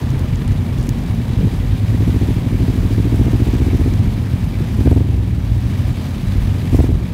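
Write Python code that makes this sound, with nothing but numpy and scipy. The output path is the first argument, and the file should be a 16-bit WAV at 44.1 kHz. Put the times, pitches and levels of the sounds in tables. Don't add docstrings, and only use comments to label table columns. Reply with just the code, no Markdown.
import sys
import numpy as np
from scipy import signal
from scipy.io import wavfile
from scipy.ndimage import uniform_filter1d

SR = 44100
rng = np.random.default_rng(int(sys.argv[2]) if len(sys.argv) > 2 else 0)


def store_wav(level_fs):
    pcm = np.round(np.clip(np.atleast_2d(level_fs), -1, 1) * 32767)
    wavfile.write(sys.argv[1], SR, pcm.T.astype(np.int16))


def elevation(decibels):
    levels = np.asarray(decibels, float)
    return 10 ** (levels / 20)


N = 314433


def rms_one(x):
    return x / np.sqrt(np.mean(x ** 2) + 1e-20)


def in_time(rows):
    s, *columns = np.transpose(rows)
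    return [np.interp(np.arange(N) / SR, s, c) for c in columns]


def filtered(x, order, hz, kind):
    return signal.sosfilt(signal.butter(order, hz, kind, fs=SR, output="sos"), x)


def drift(rate):
    r = np.exp(-80 * np.pi * rate / SR)
    white = rng.standard_normal(N // 40 + 4002)
    slow = signal.lfilter([1], [1, -2 * r, r * r], white)[4000:]
    return np.interp(np.arange(N) / 40, np.arange(len(slow)), rms_one(slow - slow.mean()))


def ring(x, hz, t60):
    r, w = elevation(-60 / (t60 * SR)), 2 * np.pi * hz / SR
    return signal.lfilter([0, np.sin(w)], [1, -2 * r * np.cos(w), r * r], x + 1e-18)


def swell(x, hz, t60):
    return ring(ring(x, hz, t60), hz, t60) * 2 * np.e * np.log(1000) / (t60 * SR)


def clicks_at(s, size):
    out = np.zeros(N)
    at = np.round(np.asarray(s) * SR).astype(int)
    inside = (at >= 0) & (at < N)
    np.add.at(out, at[inside], size[inside])
    return out


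def firings(per_s):
    return np.diff(np.floor(np.cumsum(per_s / SR)), prepend=0)


def column(bright_db):
    # firings per s, speed drift as a share, unevenness in dB, level in dB, pipe in Hz, pipe t60 in s.
    engines = [(23.15, .1, 5.5, -7, 50.3, 0.081), (31.16, .1, 3, -3.5, 90.9, 0.08),
               (41.08, .08, 3.5, -2, 120.5, 0.04), (57.2, .07, 4, -5.5, 172, 0.032),
               (27.13, .1, 2, -8, 236.8, 0.031)]
    out = 0
    for per_s, wander, uneven_db, level_db, hz, t60 in engines:
        speed = per_s * (1 + wander * drift(.6) + .07 * drift(15))
        fired = firings(speed) * elevation(uneven_db * rng.standard_normal(N))
        roar = .22 * rng.standard_normal(N) * elevation(1.5 * drift(30))
        surge_db = .8 * drift(3.5) + bright_db * np.log2(hz / 100)
        out = out + elevation(level_db + surge_db) * rms_one(swell(rms_one(fired) + roar, hz, t60))
    return rms_one(out)


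def hiss(tilt_db, patchy_db, clatter_db):
    # frequency in Hz, spectral density in dB per Hz.
    spectrum = [(180, -15), (300, -2), (478, -10), (900, -14.5), (1010, -19), (1120, -17), (1340, -22),
                (1750, -19), (2280, -20.5), (3640, -23.5), (7440, -36.5), (15000, -40.5), (16000, -43)]
    hz_at, db_at = np.transpose(spectrum)
    edges = 250 * 2 ** np.arange(0, 6.1, 1 / 3)
    white = rng.standard_normal((2, N))
    together, clatter = drift(28), drift(100)
    out = 0
    for k, (low, high) in enumerate(zip(edges, edges[1:])):
        band = filtered(white[k % 2], 2, [low, high], "band")
        high_share = k / len(edges)
        level_db = np.interp(np.log(low * high) / 2, np.log(hz_at), db_at) + high_share * tilt_db
        flicker_db = patchy_db * (0.55 * together + drift(4.8)) + clatter_db * high_share * clatter
        out = out + elevation(level_db + flicker_db) * band
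    middle = filtered(out, 2, [1200, 6000], "band")
    return out / np.sqrt(np.mean(middle ** 2))


def chain(per_s):
    # mode of chain or valve gear in Hz, level in dB, t60 in s.
    modes = [(1110, -8, 0.0029), (1734, 5.5, 0.012), (2300, 3, 0.027), (3370, -5.5, 0.022)]
    sizes = elevation(3.2 * np.minimum(rng.exponential(1, N), 3.5)) * rng.choice([-1, 1], N)
    born = rng.random(N) < per_s / SR
    dealt = rng.integers(0, len(modes), N)
    out = 0
    for k, (hz, db, t60) in enumerate(modes):
        out = out + elevation(db) * ring(sizes * born * (dealt == k), hz, t60)
    return rms_one(out)


def throttle(speed):
    # opens in s, shuts in s, boom in dB, bark on opening in dB, bark on shutting in dB.
    openings = [
        (0.197, .24, 1.5, -11, -18),
        (1.36, 1.462, 3.5, -24, -2.5),
        (1.935, 2.35, 0, 0.5, 2),
        (2.38, 3.102, -2, -4, 2.5),
        (3.1, 3.866, -1.5, 3, 2.5),
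        (4.78, 4.949, 0, 3, 5.5),
        (6.734, 6.863, 0.6, 8.5, 6),
    ]
    open_s, boom_fade_s, bark_fade_s = 0.04, 0.035, 0.13
    t = np.arange(N) / SR
    over = speed - 10.2
    boom_db = -7 + 0.79 * over
    bark_db = -11.5 + .6 * over
    for opens, shuts, open_db, first_db, last_db in openings:
        rise = 1 + (t - opens) / open_s
        boom_share = np.clip(np.minimum(rise, 1 + (shuts - t) / boom_fade_s), 0, 1)
        bark_share = np.clip(np.minimum(rise, 1 + (shuts - t) / bark_fade_s), 0, 1)
        boom_db = boom_db + boom_share * (open_db + 0.56 * over - boom_db)
        bark_db = bark_db + bark_share * (np.interp(t, [opens, shuts], [first_db, last_db]) - bark_db)
    return boom_db, bark_db


def body_rattle(bark_db):
    knee_db = 5
    rattle_db = -46 + 0.23 * bark_db + 1.9 * np.maximum(bark_db - knee_db, 0)
    shaking = elevation(uniform_filter1d(rattle_db, size=SR // 16) + 1.3 * drift(60))
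    return shaking * filtered(rng.standard_normal(N), 1, [2500, 15000], "band")


def twin():
    # time in s, four-stroke cycles per s.
    crank = [(0.0, 10.46), (1.3, 10.17), (1.37, 12.63), (1.79, 9.06), (2.1, 15.2), (2.36, 12.56),
             (2.41, 12.29), (3.44, 14.9), (3.9, 15.77), (4.08, 11.61), (4.75, 10.62), (5.01, 24.82),
             (5.58, 14.06), (5.88, 10.83), (6.65, 10.08), (6.81, 19.9), (6.92, 20.15), (7.13, 8.0)]
    # time in s, change in dB.
    odd_firings = [(2.228, -0.5), (4.79, -1.5), (4.804, 0.5), (4.87, 3), (4.911, 2.5), (5.012, 0),
                   (5.042, -3), (5.053, -2), (6.728, -0.5), (6.743, 0.5), (6.849, -9), (6.9, -1)]
    # time in s, level in dB.
    thumps = [(0.512, 1), (0.598, -5), (.789, 2), (0.9, 1.5), (1.092, -0.5), (1.169, -16), (4.000, 1),
              (4.331, 2.5), (4.429, 0.5), (4.608, 3), (5.194, -1), (5.279, -5), (5.511, 3.5), (5.649, 2),
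              (5.792, -0.5), (5.895, 2), (6.260, -2), (6.373, 2.5), (6.471, 0.5)]
    # frequency in Hz, height, t60 in s.
    boom_modes = [(109, .32, .035), (77, .085, .061)]
    # frequency in Hz, height, t60 in s.
    bark_modes = [(260, -.14, .029), (361, .065, .02), (147, -.32, .008)]
    # frequency in Hz, level in dB, t60 in s.
    crack_modes = [(456, -27, 0.015), (679, -34, 0.013), (875, -37, 0.01), (1250, -45, 0.0048),
                   (1990, -42.5, 0.0031)]
    boom_lag_s, crack_lag_s = .0036, 0.0013

    speed, = in_time(crank)
    t = np.arange(N) / SR
    cycles = -.134 + np.cumsum(speed) / SR
    firing = (np.arange(-1, 94)[:, None] + [0, .245]).ravel()
    at = np.interp(firing, cycles, t, left=-1, right=-1)
    luck = rng.standard_normal((len(firing), 2))

    boom_curve, bark_curve = throttle(speed)
    smooth_db = np.interp(at, t, boom_curve)
    bark_over_boom_db = np.interp(at, t, bark_curve) - smooth_db
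    uneven_db = np.clip(.7 - .45 * smooth_db, .3, 5)
    blow_db = smooth_db + uneven_db * luck[:, 0]
    for odd_s, odd_db in odd_firings:
        blow_db[np.argmin(np.abs(at - odd_s))] += odd_db

    boom = clicks_at(at + boom_lag_s, elevation(blow_db))
    bark = clicks_at(at, elevation(blow_db + bark_over_boom_db + .6 * luck[:, 1]))
    crack = clicks_at(at + crack_lag_s, elevation(1.91 * blow_db + bark_over_boom_db + luck[:, 1]))
    thump_s, thump_db = np.transpose(thumps)
    boom += clicks_at(thump_s + boom_lag_s, elevation(thump_db))
    bark += clicks_at(thump_s, elevation(thump_db - 10.5))

    out = sum(height * swell(boom, hz, t60) for hz, height, t60 in boom_modes)
    out += sum(height * swell(bark, hz, t60) for hz, height, t60 in bark_modes)
    out += sum(elevation(db) * swell(crack, hz, t60) for hz, db, t60 in crack_modes)
    lag = round(0.027 * SR)
    out[lag:] += elevation(-23.0) * out[:-lag]
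    return out + body_rattle(bark_curve)


def ticks():
    # time in s, peak in dB, ring in Hz, crack over ring in dB.
    slaps = [(0.0174, -26, 6320, -5), (0.105, -26, 7100, 8), (0.194, -26, 7290, 10), (0.2864, -34, 7000, 2),
             (0.358, -20, 7100, -1), (0.4788, -20, 9200, 0), (0.5194, -23, 7040, -3),
             (0.7854, -25, 7190, -3), (0.8006, -25, 6140, -11), (0.813, -23, 6150, -1),
             (0.8234, -34, 6200, -3), (0.829, -24, 9500, 4), (0.839, -27, 7120, -5),
             (0.8694, -26, 11000, 7), (0.8734, -24, 6360, -3), (0.892, -13, 7100, 7.5),
             (3.9379, -23, 6380, -3), (6.5316, -28, 6650, -15)]
    out = 0
    for s, db, hz, crack_db in slaps:
        click = clicks_at([s], elevation(np.array([db])))
        out = out + elevation(crack_db) * click + 0.7 * ring(click, hz, 0.002)
    return filtered(out, 2, 2500, "high")


def orders(passages):
    out, t = 0, np.arange(N) / SR
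    for rows in passages:
        hz, *orders_db = in_time(rows)
        to_end_s = np.minimum(t - rows[0][0], rows[-1][0] - t)
        fade = np.clip(to_end_s / 0.094, 0, 1)
        turn = 2 * np.pi * np.cumsum(hz * (1 + 0.01217 * drift(8.5))) / SR
        for k, db in enumerate(orders_db):
            level = elevation(db + 3 * drift(8.9))
            out = out + np.sqrt(2) * fade * level * np.sin((k + 1) * turn)
    return out


def steady_fours():
    # time in s, firing tone in Hz, level in dB.
    passages = [
        [(.4, 234, -34), (.9, 230, -33), (1.3, 226, -32), (1.55, 220, -32)],
        [(3.55, 200, -33), (3.9, 205, -31), (4.1, 213, -31), (4.4, 219, -31), (4.7, 214, -31), (4.95, 211, -30)],
        [(5.45, 178, -33), (5.7, 203, -30), (5.95, 236, -31)],
    ]
    return orders(passages)


def neighbour():
    # time in s, firings per s, level in dB.
    rev = [(1.25, 42.5, -55), (1.35, 43.5, -40), (1.4, 46.5, -14.5), (1.47, 45, -18.5), (1.51, 41.5, -41),
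           (1.6, 44, -58)]
    # pipe resonance in Hz, level in dB, t60 in s.
    pipe_modes = [(125, -0.5, 0.027), (185.5, -1.5, 0.044), (270, -11, 0.039), (435, -8, 0.014)]
    per_s, level_db = in_time(rev)
    fired = firings(per_s) * elevation(2 * rng.standard_normal(N))
    pipe = 0
    for k, (hz, db, t60) in enumerate(pipe_modes):
        pipe = pipe + (-1) ** k * elevation(db) * swell(fired, hz, t60)
    return elevation(level_db) * rms_one(pipe)


def slow_twins():
    # time in s, first order in Hz, first order in dB, second order in dB.
    passages = [
        [(1.35, 46, -28, -37), (1.6, 47.44, -21.5, -31), (1.9, 52.13, -25, -17), (2.15, 53.65, -30, -30),
         (2.4, 56, -30, -36)],
        [(4.4, 50.8, -23, -31), (4.65, 55.4, -30, -35), (5.0, 67.47, -23, -25.5), (5.2, 62.8, -16.5, -33),
         (5.45, 51.7, -17.5, -18), (5.7, 61.84, -27, -25.5), (6.0, 55.5, -18, -31)],
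    ]
    return orders(passages)


def panel_buzz():
    # time in s, peak in dB.
    squeaks = [(4.9254, -41), (4.9372, -48), (4.9494, -46), (4.9836, -47), (6.8174, -39), (6.8264, -43)]
    s, db = np.transpose(squeaks)
    return swell(clicks_at(s, elevation(db)), 7900, 0.011)


def scene():
    # time in s, level in dB, brightness in dB per octave.
    nearness = [(0, -15.5, -2.5), (1.3, -17, -0.2), (2.18, -17, 1), (2.6, -15, -0.5), (3.8, -14, -5),
                (4.35, -17, -0.4), (5.0, -16.5, 0), (5.4, -14, 0), (5.75, -20.5, 1.6), (6.2, -19, 0.3),
                (6.7, -14, -5.5), (7.13, -11.5, -3.2)]
    # time in s, level in dB, treble tilt in dB.
    road = [(0, -39, -2), (.8, -39, -5.5), (1.4, -40.5, -0.5), (3.6, -39, 0.5), (4.3, -41.5, -0.5),
            (5.3, -39, -1.5), (5.9, -42, 4), (6.4, -41, 2), (7.13, -38.5, -3)]
    column_db, bright_db = in_time(nearness)
    hiss_db, tilt_db = in_time(road)
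    machinery = hiss(tilt_db, patchy_db=0.62, clatter_db=2.5) + elevation(-10) * chain(per_s=200)
    around = elevation(column_db - 0.82) * column(bright_db) + elevation(hiss_db) * machinery
    near = twin() + ticks() + panel_buzz()
    others = steady_fours() + neighbour() + slow_twins()
    return (around + near + others)[None]


def low_pass(x):
    return signal.sosfilt(signal.butter(12, 15740, fs=SR, output="sos"), x)


def record(dry):
    # overload in s, gain change in dB.
    overloads = [
        (4.91, -4),
        (6.79, -3),
    ]
    clip_level = .71
    thin = filtered(dry, 4, 36, "high")
    steps = np.cumsum([0, 0.13, 0.34, 0.41])
    t = np.arange(N) / SR
    gain_db = sum(np.interp(t, s + steps, [0, db, db, 0]) for s, db in overloads)
    clipped = np.clip(thin * elevation(gain_db), -clip_level, clip_level)
    mix = signal.sosfilt(signal.ellip(10, .2, 60, 15720, fs=SR, output="sos"), clipped)
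    return low_pass(mix)


dry = scene()
out = record(dry)
store_wav(out)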